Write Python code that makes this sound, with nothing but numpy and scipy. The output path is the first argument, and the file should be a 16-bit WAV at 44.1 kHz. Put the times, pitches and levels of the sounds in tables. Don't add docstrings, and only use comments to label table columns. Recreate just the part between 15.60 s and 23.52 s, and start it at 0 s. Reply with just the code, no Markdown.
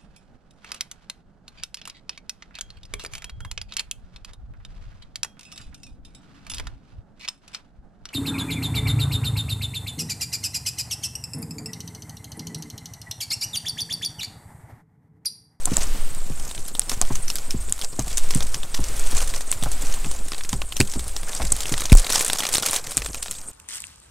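import sys
import numpy as np
from scipy import signal
from scipy.fft import rfft, irfft, next_fast_len
from scipy.io import wavfile
from scipy.ndimage import uniform_filter1d, map_coordinates

SR = 44100
rng = np.random.default_rng(int(sys.argv[2]) if len(sys.argv) > 2 else 0)


def to_wav(s):
    ch = np.atleast_2d(s).T
    pcm = np.round(np.clip(ch, -1, 1) * 32767)
    wavfile.write(sys.argv[1], SR, pcm.astype(np.int16))


def convert_level_to_amplitude(level_db):
    exponent = np.asarray(level_db, float) / 20
    return 10 ** exponent


N = 349104

# time in seconds, relative rustle level in dB.
FINGER_PRESS = [(0, -50), (.15, -36), (.235, -37), (.3, -58.5), (.62, -56.5), (.8, -42.5), (1.05, -46),
                (1.28, -51), (1.3, -34.5), (1.345, -38.5), (1.4, -47), (1.425, -41), (1.5, -46),
                (2.05, -49.5), (2.7, -41.5), (2.95, -41.5), (3.12, -47), (3.17, -41), (3.34, -46),
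                (3.6, -34.5), (3.9, -43.5), (4.5, -43.5), (4.65, -46.5), (4.78, -41), (4.87, -51.5),
                (4.94, -41), (5.06, -52), (5.2, -51.5), (5.36, -39.5), (5.62, -52), (5.7, -34), (6.28, -38),
                (6.36, -29.5), (6.8, -31.5), (6.9, -34), (6.94, -29), (7.01, -39), (7.09, -33.5),
                (7.165, -32.5), (7.215, -42.5), (7.28, -41), (7.42, -38), (7.6, -43.5), (7.76, -45),
                (7.92, -48.5)]


def unit(x):
    return x / np.sqrt(np.mean(x ** 2) + 1e-20)


def peak(x):
    return x / np.abs(x).max(axis=-1, keepdims=True)


def along(points, hz):
    point_hz, value = np.transpose(points)
    return np.interp(np.log(hz + .1), np.log(point_hz), value)


def curve(rows):
    s, value = np.transpose(rows)
    return np.interp(np.arange(N) / SR, s, value)


def wobble(rate_hz):
    knots = rng.standard_normal(int(N * 60 / SR) + 4)
    return map_coordinates(knots, [np.arange(N) * min(rate_hz, 60) / SR])


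def filtered(x, response):
    n = x.shape[-1]
    m = next_fast_len(2 * n)
    return irfft(rfft(x, m) * response(np.fft.rfftfreq(m, 1 / SR)), m)[..., :n]


def resonance(f, hz, width_hz):
    return 1j * f * width_hz / (hz * hz - f * f + 1j * f * width_hz)


def coloured(x, spectrum):
    return unit(filtered(x, lambda hz: convert_level_to_amplitude(along(spectrum, hz))))


def patchy(x, patchy_db):
    z = signal.stft(x, nperseg=256)[2]
    field = uniform_filter1d(rng.standard_normal(z.shape), size=10, axis=0)
    field = uniform_filter1d(field, size=5, axis=1)
    return signal.istft(z * convert_level_to_amplitude(patchy_db * unit(field)), nperseg=256)[1][:N]


def sway():
    # time in seconds, level in dB.
    sway_level = [(0, -22), (.35, -14), (1.15, -28), (1.45, -16), (2.4, -28), (2.65, -13), (3.05, -22),
                  (3.5, -13), (3.85, -23), (4.27, -15), (4.95, -26), (6.3, -22), (6.8, -34), (7.92, -39)]
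    # frequency in Hz, relative level in dB.
    swing_colour = [(1, -40), (3, 0), (7, 0), (15, -10), (30, -24), (60, -45)]
    swing = coloured(rng.standard_normal(N), swing_colour)
    power = uniform_filter1d(uniform_filter1d(swing ** 2, size=9000), size=9000)
    steady = swing / np.sqrt(np.abs(power) + .08)
    return convert_level_to_amplitude(curve(sway_level)) * steady


def hiss():
    # frequency in Hz, relative level in dB.
    air_colour = [(20, -36), (40, -15), (90, -9), (600, -17), (1500, -17.5), (4500, -80), (6200, -24.5),
                  (7000, -8), (8700, -1), (9700, -16.5), (11000, -11), (16000, -31)]
    rms_db = -28.5
    return convert_level_to_amplitude(rms_db) * coloured(patchy(rng.standard_normal(N), patchy_db=5.0), air_colour)


def slide():
    # frequency in Hz, relative level in dB.
    rustle_colour = [(1500, -25), (2300, -2.5), (4000, 0), (6300, 7.5), (8300, 8), (11000, 1), (16000, -5)]
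    # frequency in Hz, relative level in dB.
    scuff_colour = [(200, -45), (450, 0), (1200, -2), (2500, -4), (4000, -40)]
    stutter_db = 1.86
    scuff_db, scuff_db_per_db = -40, 1

    rustle_db = curve(FINGER_PRESS) + stutter_db * wobble(8)
    chance, size = rng.random((2, N)), rng.random((2, N))
    crumbs = (chance < 220 / SR) * convert_level_to_amplitude(18 * size)
    decay = np.exp(-np.arange(256) / (SR * 0.004))
    grain = unit(signal.fftconvolve(crumbs, decay[None], axes=1)[:, :N])
    flicker = convert_level_to_amplitude(3 * wobble(45))

    bright_rub = flicker * (1 + 1.7 * grain[0]) * rng.standard_normal(N)
    bright = coloured(patchy(bright_rub, patchy_db=2.4), rustle_colour)
    dull_rub = flicker * (1 + 0.051 * grain[0] + 0.18 * grain[1]) * rng.standard_normal(N)
    dull = coloured(patchy(dull_rub, patchy_db=-2.0), scuff_colour)
    dull_db = scuff_db + scuff_db_per_db * (rustle_db + 42.0)
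    return convert_level_to_amplitude(rustle_db + 15.0) * bright + convert_level_to_amplitude(dull_db) * dull


def chips(count=120):
    over_rustle_db, scatter_db = 17, 6
    centre_hz, scatter_octaves = 5300, 1
    knock_db, knock_scatter_db = -10, 5
    rustle_db = curve(FINGER_PRESS)
    share = np.cumsum(convert_level_to_amplitude(0.32 * rustle_db))
    when = rng.random(count)
    size, pitch, knock = rng.standard_normal((3, count))
    at = np.searchsorted(share, when * share[-1]).clip(0, N - 1)
    level_db = rustle_db[at] + over_rustle_db + scatter_db * size
    hz = np.clip(centre_hz * 2 ** (scatter_octaves * pitch), 2500, 11000)
    return np.transpose([at / SR, level_db, hz, knock_db + knock_scatter_db * knock])


def snaps():
    # start in seconds, relative level in dB,
    # ring in Hz, rail knock over the ice ring in dB.
    icicles = [(0.0562, 8.5, 8370, -43), (0.1688, 11.5, 7600, -26), (0.385, -44, 1980, -12),
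               (0.5475, -17.5, 8100, -18), (0.5815, -39, 6000, -11), (0.604, -25, 4530, -15),
               (0.7975, -18, 8050, -5.5), (0.9122, -18, 7200, -5), (0.9486, -18.5, 5800, -1),
               (0.978, -22, 5040, 1), (1.08, -9.5, 10400, -32), (1.1512, -12.5, 3730, -11),
               (1.195, 10.5, 8200, -53), (1.2173, -14, 5360, -11), (1.2948, -5, 5500, -35),
               (1.2965, -6, 6700, -16), (1.3163, -8.5, 5560, -6.5), (1.4146, 8, 8000, -24),
               (1.4215, -10, 5000, -19), (1.451, -20, 3080, -9), (1.555, -6.5, 6630, -15.5),
               (1.681, -8, 5630, -18), (1.701, -5.5, 5700, -5.5), (1.7556, -2, 11100, -43),
               (1.784, -11, 5500, -14), (1.9073, -7, 5530, -26), (2.0948, -14, 9000, -30),
               (2.1244, 8, 7750, -31), (2.1911, -16, 7480, -7), (2.214, -10.5, 5250, -14),
               (2.2213, -13.5, 3270, -17), (2.393, -6.5, 6300, -33), (2.4798, -11.5, 7600, -8),
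               (2.5722, -0.5, 7360, -39), (2.5797, -2, 7760, -15), (2.707, -6, 5400, -10),
               (2.7484, 1.5, 8400, -45), (2.7722, -11, 7900, -17), (2.806, -15, 8830, 4.5),
               (2.8259, -13, 5730, -28), (2.8665, -15, 7880, -26), (2.9435, -5.5, 5900, -8.5),
               (3.032, -13.5, 3500, -11), (3.1434, -11, 4670, -6.5), (3.147, -8, 6100, -6),
               (3.166, -23, 5000, -2), (3.2028, -17, 8540, -25), (3.2406, -8, 6500, -14.5),
               (3.2851, -15, 7100, -21), (3.3647, -13.5, 9900, -34), (3.3945, -7, 8300, -26),
               (3.4387, -16.5, 7000, -20), (3.4702, -15, 10100, -29), (3.512, -11.5, 8600, -15.5),
               (3.549, -10, 7960, -11), (3.578, -19, 4000, 0), (3.6243, -11.5, 8700, -7),
               (3.6752, -10.5, 8750, -15), (3.7001, -16, 5030, -16), (3.7382, -12, 7800, -0.5),
               (3.8078, -12.5, 8250, -6.5), (3.9155, 4.5, 8000, -49), (3.9257, -5.5, 8200, -5.5),
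               (4.026, -12, 3400, -7), (4.0359, -5.5, 8560, -7), (4.1165, -6.5, 7800, -17),
               (4.22, -14, 8900, -30), (4.3398, -9, 7200, -14), (4.513, -10.5, 7600, -9),
               (4.445, -20, 2500, 0), (4.6834, -13.5, 8000, -9), (4.719, -12.5, 4500, -1.5),
               (4.733, -21, 2500, 8), (4.746, -18, 3950, -2), (4.7807, -12, 8300, -9),
               (4.809, -25.5, 2500, 7), (4.836, -14, 5700, -19), (4.848, -17.5, 3880, -8),
               (4.8914, -7, 6900, -37), (4.9224, -23, 8200, -22), (4.9292, -8, 5400, -4),
               (5.0176, -16.5, 8600, 7), (5.123, -10.5, 3000, -11.5), (5.1667, -4, 6140, -14),
               (5.2015, -1.5, 7900, -32), (5.2036, 1.5, 4500, -4.5), (5.2045, 9, 2030, -17),
               (5.2113, 1, 2680, -10), (5.212, -13, 5870, -24), (5.2741, -16, 6800, -15),
               (5.323, -14, 8690, -13), (5.337, -14.5, 5300, -1), (5.3938, -13.5, 7920, -3.5),
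               (5.48, -11, 9600, -36), (5.5645, -8, 5360, -9), (5.6318, -16, 8400, -3.5),
               (5.812, -28, 2200, 2), (5.819, -20, 2400, 9), (5.826, -20, 2600, 0), (5.89, -30, 2170, -5),
               (5.9208, 7.5, 8050, -42), (5.9235, 6, 8000, -47), (5.9645, -9, 9500, -8),
               (6.0056, -6, 6600, -9), (6.0932, -7, 9100, -10.5), (6.1225, -4.5, 6950, -10),
               (6.139, -10, 3500, 1), (6.1786, -6, 8000, -12), (6.2057, -4.5, 8700, -12),
               (6.2189, -11, 7700, -1), (6.2551, -6, 6100, -15), (6.2977, -12, 3840, -5),
               (6.32, -1, 2360, -24), (6.3281, 10.5, 8000, -8.5), (6.352, 7.5, 8040, -27),
               (6.3715, 0, 7900, -39), (6.3962, -6, 8400, -22), (6.4451, -10, 3890, -11),
               (6.467, -8, 3890, -6), (6.494, -10, 4000, -14), (6.5012, -2.5, 8100, -7.5),
               (6.5234, -2, 6000, -9), (6.532, -2, 8000, -5), (6.5426, -7.5, 8350, -3),
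               (6.5564, 0, 7700, -6), (6.559, 3.5, 6160, -14), (6.5798, -3, 7040, -8),
               (6.594, 1, 7960, -15), (6.6089, -2, 7950, -10), (6.617, -5, 10000, -25),
               (6.6253, -6, 8900, -30), (6.6474, -1, 8440, -28), (6.663, -4.5, 8240, -13),
               (6.68, -2, 8200, -15), (6.6994, -4, 3800, -4), (6.7321, 1.5, 8200, -5.5),
               (6.7574, -11.5, 8060, -1), (6.7856, -7, 5730, -6), (6.8037, -6, 3150, -15),
               (6.8342, -4.5, 2940, -8.5), (6.8225, -13.5, 4000, 0), (6.8425, -16, 5000, 0),
               (6.8521, -8.5, 4680, -2), (6.867, -4, 6000, -8.5), (6.889, -5, 10400, -5),
               (6.9292, -4, 9500, -18), (6.9398, 4.5, 5800, -14), (6.9485, 2, 8100, -16),
               (6.9525, -0.5, 3530, -11), (6.9552, 1, 4600, -18), (6.9692, -2.5, 5830, -21),
               (6.9827, 6, 4430, -24), (7.0045, -29, 3500, 0), (7.0243, -5, 9700, -9),
               (7.0275, -9, 6040, -20), (7.0315, -7.5, 5000, -4.5), (7.0365, -18, 5000, -21),
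               (7.0615, -1.5, 9350, -12), (7.0655, -3, 9400, -11), (7.075, -29, 11000, -18),
               (7.086, -6, 5070, -15), (7.096, -8, 3700, -29), (7.111, 0, 9300, -28),
               (7.122, -13, 9500, -27), (7.132, 0.5, 8600, -11.5), (7.1403, -7, 8900, -6),
               (7.161, -1.5, 3600, -33), (7.163, -7, 7000, -9), (7.3093, -14.5, 9350, -12),
               (7.3181, -10, 9150, -6.5), (7.37, 6.5, 7900, -34), (7.3767, -1, 7750, -12.5),
               (7.4194, -12.5, 5800, -2.5), (7.4608, -9, 7400, -8), (7.5451, -9.5, 7200, -6.5),
               (7.6266, -6, 7840, -16), (7.66, -22.5, 2700, 3), (7.682, -16, 4000, -4),
               (7.7112, -4, 7300, -17), (7.751, -19.5, 3740, -25)]
    # frequency in Hz, width in Hz, mean level in dB.
    rail_modes = [(1065, 106, -5), (1460, 110, 1.5), (1806, 360, -9.5), (2580, 320, 3.5), (3600, 900, 4),
                  (4500, 470, -21.5)]
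    rail_scatter_db = 4
    icicle_t60_s, chip_t60_s, t60_scatter = 0.032, 0.0088, 0.26
    shorter_per_db = 0.15

    s, db, hz, knock_db = np.vstack([icicles, chips()]).T[:, :, None]
    count = len(s)
    is_icicle = np.arange(count)[:, None] < len(icicles)
    t = np.arange(4096) / SR

    hard_t60 = icicle_t60_s * np.exp(-shorter_per_db * np.clip(db + 6.5, 0, None))
    t60 = np.where(is_icicle, hard_t60, chip_t60_s) * np.exp(t60_scatter * rng.standard_normal(s.shape))
    crack = convert_level_to_amplitude(-60 * t / np.clip(t60, .002, .018)) * (1 - np.exp(-t / 0.000067))
    burst = rng.standard_normal((count, 2, len(t))) * crack[:, None]
    burst[..., 0] += 2.5

    lesser_hz = hz[..., None] * 2 ** rng.uniform(-1, .5, (count, 1, 3))
    ring_width_hz = np.where(is_icicle, 0.31, 0.7) * hz

    def ice(f):
        main = resonance(f, hz, ring_width_hz) ** 2
        lesser = resonance(f[:, None], lesser_hz, 0.28 * lesser_hz).sum(-1)
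        port = convert_level_to_amplitude(-5.5) * resonance(f, 8350, 1300)
        direct = convert_level_to_amplitude(-18.0 - 8.0 * np.log2(hz / 4000))
        return main + convert_level_to_amplitude(0.83 * knock_db - 3.5) * lesser + port + direct

    bright = peak(filtered(burst[:, 0], ice))

    ragged = convert_level_to_amplitude(9.4 * np.sin(2 * np.pi * (140 * t + rng.random((count, 1)))))
    debris = ragged * convert_level_to_amplitude(-19 - 2.1 * np.clip(db + 1.5, 0, None) - 60 * t / 0.093)
    scatter = filtered(rng.standard_normal(debris.shape), lambda f: resonance(f, 7500, 9500))
    splinters = debris * unit(scatter)

    mode_hz, width_hz, mode_db = np.transpose(rail_modes)
    mode_db = mode_db + rail_scatter_db * rng.standard_normal((count, len(mode_hz)))
    stirred = convert_level_to_amplitude(mode_db) * (-1) ** np.arange(len(mode_hz))

    def wood(f):
        modes = stirred @ resonance(f, mode_hz[:, None], width_hz[:, None])
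        return modes + 0.9 * resonance(f, 900, 2200)

    rail = peak(filtered(burst[:, 1], wood))
    sound = convert_level_to_amplitude(db + 6.0) * (bright + splinters + convert_level_to_amplitude(knock_db) * rail)
    at = np.round(s * SR).astype(int) + np.arange(len(t))
    return np.bincount(at.ravel(), sound.ravel(), N + SR)[:N]


def steps():
    # start in seconds, level in dB, drive of the modes under 60 Hz in dB,
    # relative clatter level in dB.
    footfalls = [(0.072, -30.5, -25.5, 4.5), (0.115, -14.5, -11, -17), (0.176, -27.5, 2, -2.5),
                 (0.699, -23, -2, -16), (1.412, -30, -20, 7.5), (1.503, -17.5, -4.5, -9),
                 (1.942, -18, 0.5, -24), (2.389, -18.5, 0, -4), (2.755, -16, -3, -29),
                 (3.189, -21, 3.5, -13), (3.526, -26, 6, -22), (4.023, -24, 4, -19), (4.059, -24, -5, 1.5),
                 (4.46, -24, 0, -12), (4.928, -18, 0, -10), (5.2, -8.5, -36, -27), (5.357, -20.5, 0, -17),
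                 (5.798, -25, 8.5, 2.5), (5.838, -26, -7, -19), (5.918, -27.5, -21, -14),
                 (6.116, -19, -4, -34), (7.37, -28, 5, -20)]
    # mean frequency in Hz, relative level in dB, t60 in seconds.
    deck_modes = [(31, -22, 0.11), (48.5, -4, 0.89), (77, -11.5, 0.23), (124.6, 3, 0.11), (179.5, -4, 0.14),
                  (263, 8.5, 0.042), (383, -12, 0.14)]
    out, t = np.zeros(N + SR), np.arange(SR) / SR
    hz, level_db, t60 = np.transpose(deck_modes)[:, :, None]
    for s, db, boom_db, clatter_db in footfalls:
        shift, change, turn = rng.standard_normal((3, len(hz), 1))
        drive_db = np.where(hz < 60, boom_db, 0)
        waver = 0.13 * np.sin(2 * np.pi * (0.384 * hz * t + change))
        cycles = hz * (1 + .05 * shift) * t + 0.6 + 0.2 * turn + waver
        rise = (1 - np.exp(-t * hz / 0.36)) ** 2
        decay = convert_level_to_amplitude(level_db + drive_db + 1.3 * change - 60 * t / t60)
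        boards = (rise * decay * np.sin(2 * np.pi * cycles)).sum(0)
        rattle = (1 - np.exp(-t / 0.0016)) * convert_level_to_amplitude(0.47 * np.cos(2 * np.pi * 95 * t) - 60 * t / 0.075)
        noise = filtered(rng.standard_normal(SR), lambda f: resonance(f, 830, 750) ** 2)
        clatter = rattle * unit(noise)
        out[round(s * SR):][:SR] += convert_level_to_amplitude(db) * (boards + convert_level_to_amplitude(clatter_db + 6.5) * clatter)
    return out[:N]


def bump(start_s=6.32, db=-5.3, start_hz=310, end_hz=27, fall_s=0.00492, hold_s=0.052, t60_s=0.17):
    t = np.clip(np.arange(N) / SR - start_s, 0, None)
    cycles = end_hz * t + (start_hz - end_hz) * fall_s * (1 - np.exp(-t / fall_s))
    level = convert_level_to_amplitude(db - 60 * np.clip(t - hold_s, 0, None) / t60_s)
    onset = (1 + 2.2 * np.exp(-t / 0.023)) * (1 - np.exp(-t / 0.0013))
    return -level * onset * np.sin(2 * np.pi * cycles)


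def scene():
    mono = sway() + hiss() + slide() + snaps() + steps() + bump()
    return np.tile(mono, (2, 1))


def roll_off(x):
    return signal.sosfilt(signal.butter(12, 16430, fs=SR, output="sos"), x)


def record(dry):
    # frequency in Hz, gain in dB.
    port_gain = [(20, 2), (9000, -14), (11000, -16.5), (13500, -19), (15700, -23.5), (16300, -49)]
    # frequency in Hz, side minus mid inside a patch in dB.
    side_level = [(25, -33), (200, -23), (1500, -19), (4000, -11), (14000, -2)]
    mid = filtered(dry[0], lambda hz: convert_level_to_amplitude(along(port_gain, hz)))
    mid = mid / (1 + np.abs(mid / .98) ** 12) ** (1 / 12)

    hz, t, z = signal.stft(mid, SR, nperseg=1024)
    moments = unit(uniform_filter1d(rng.standard_normal(len(t)), size=4))
    spots = uniform_filter1d(rng.standard_normal(z.shape), size=20, axis=0)
    spots = unit(uniform_filter1d(spots, size=4, axis=1))
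    patches = (moments + .6 * spots > 1.15) * convert_level_to_amplitude(along(side_level, hz))[:, None]
    random_phase = np.exp(2j * np.pi * rng.random(z.shape))
    side = signal.istft(z * patches * random_phase, SR, nperseg=1024)[1][:N]
    return roll_off(np.array([mid + side, mid - side]))


dry = scene()
out = record(dry)
to_wav(out)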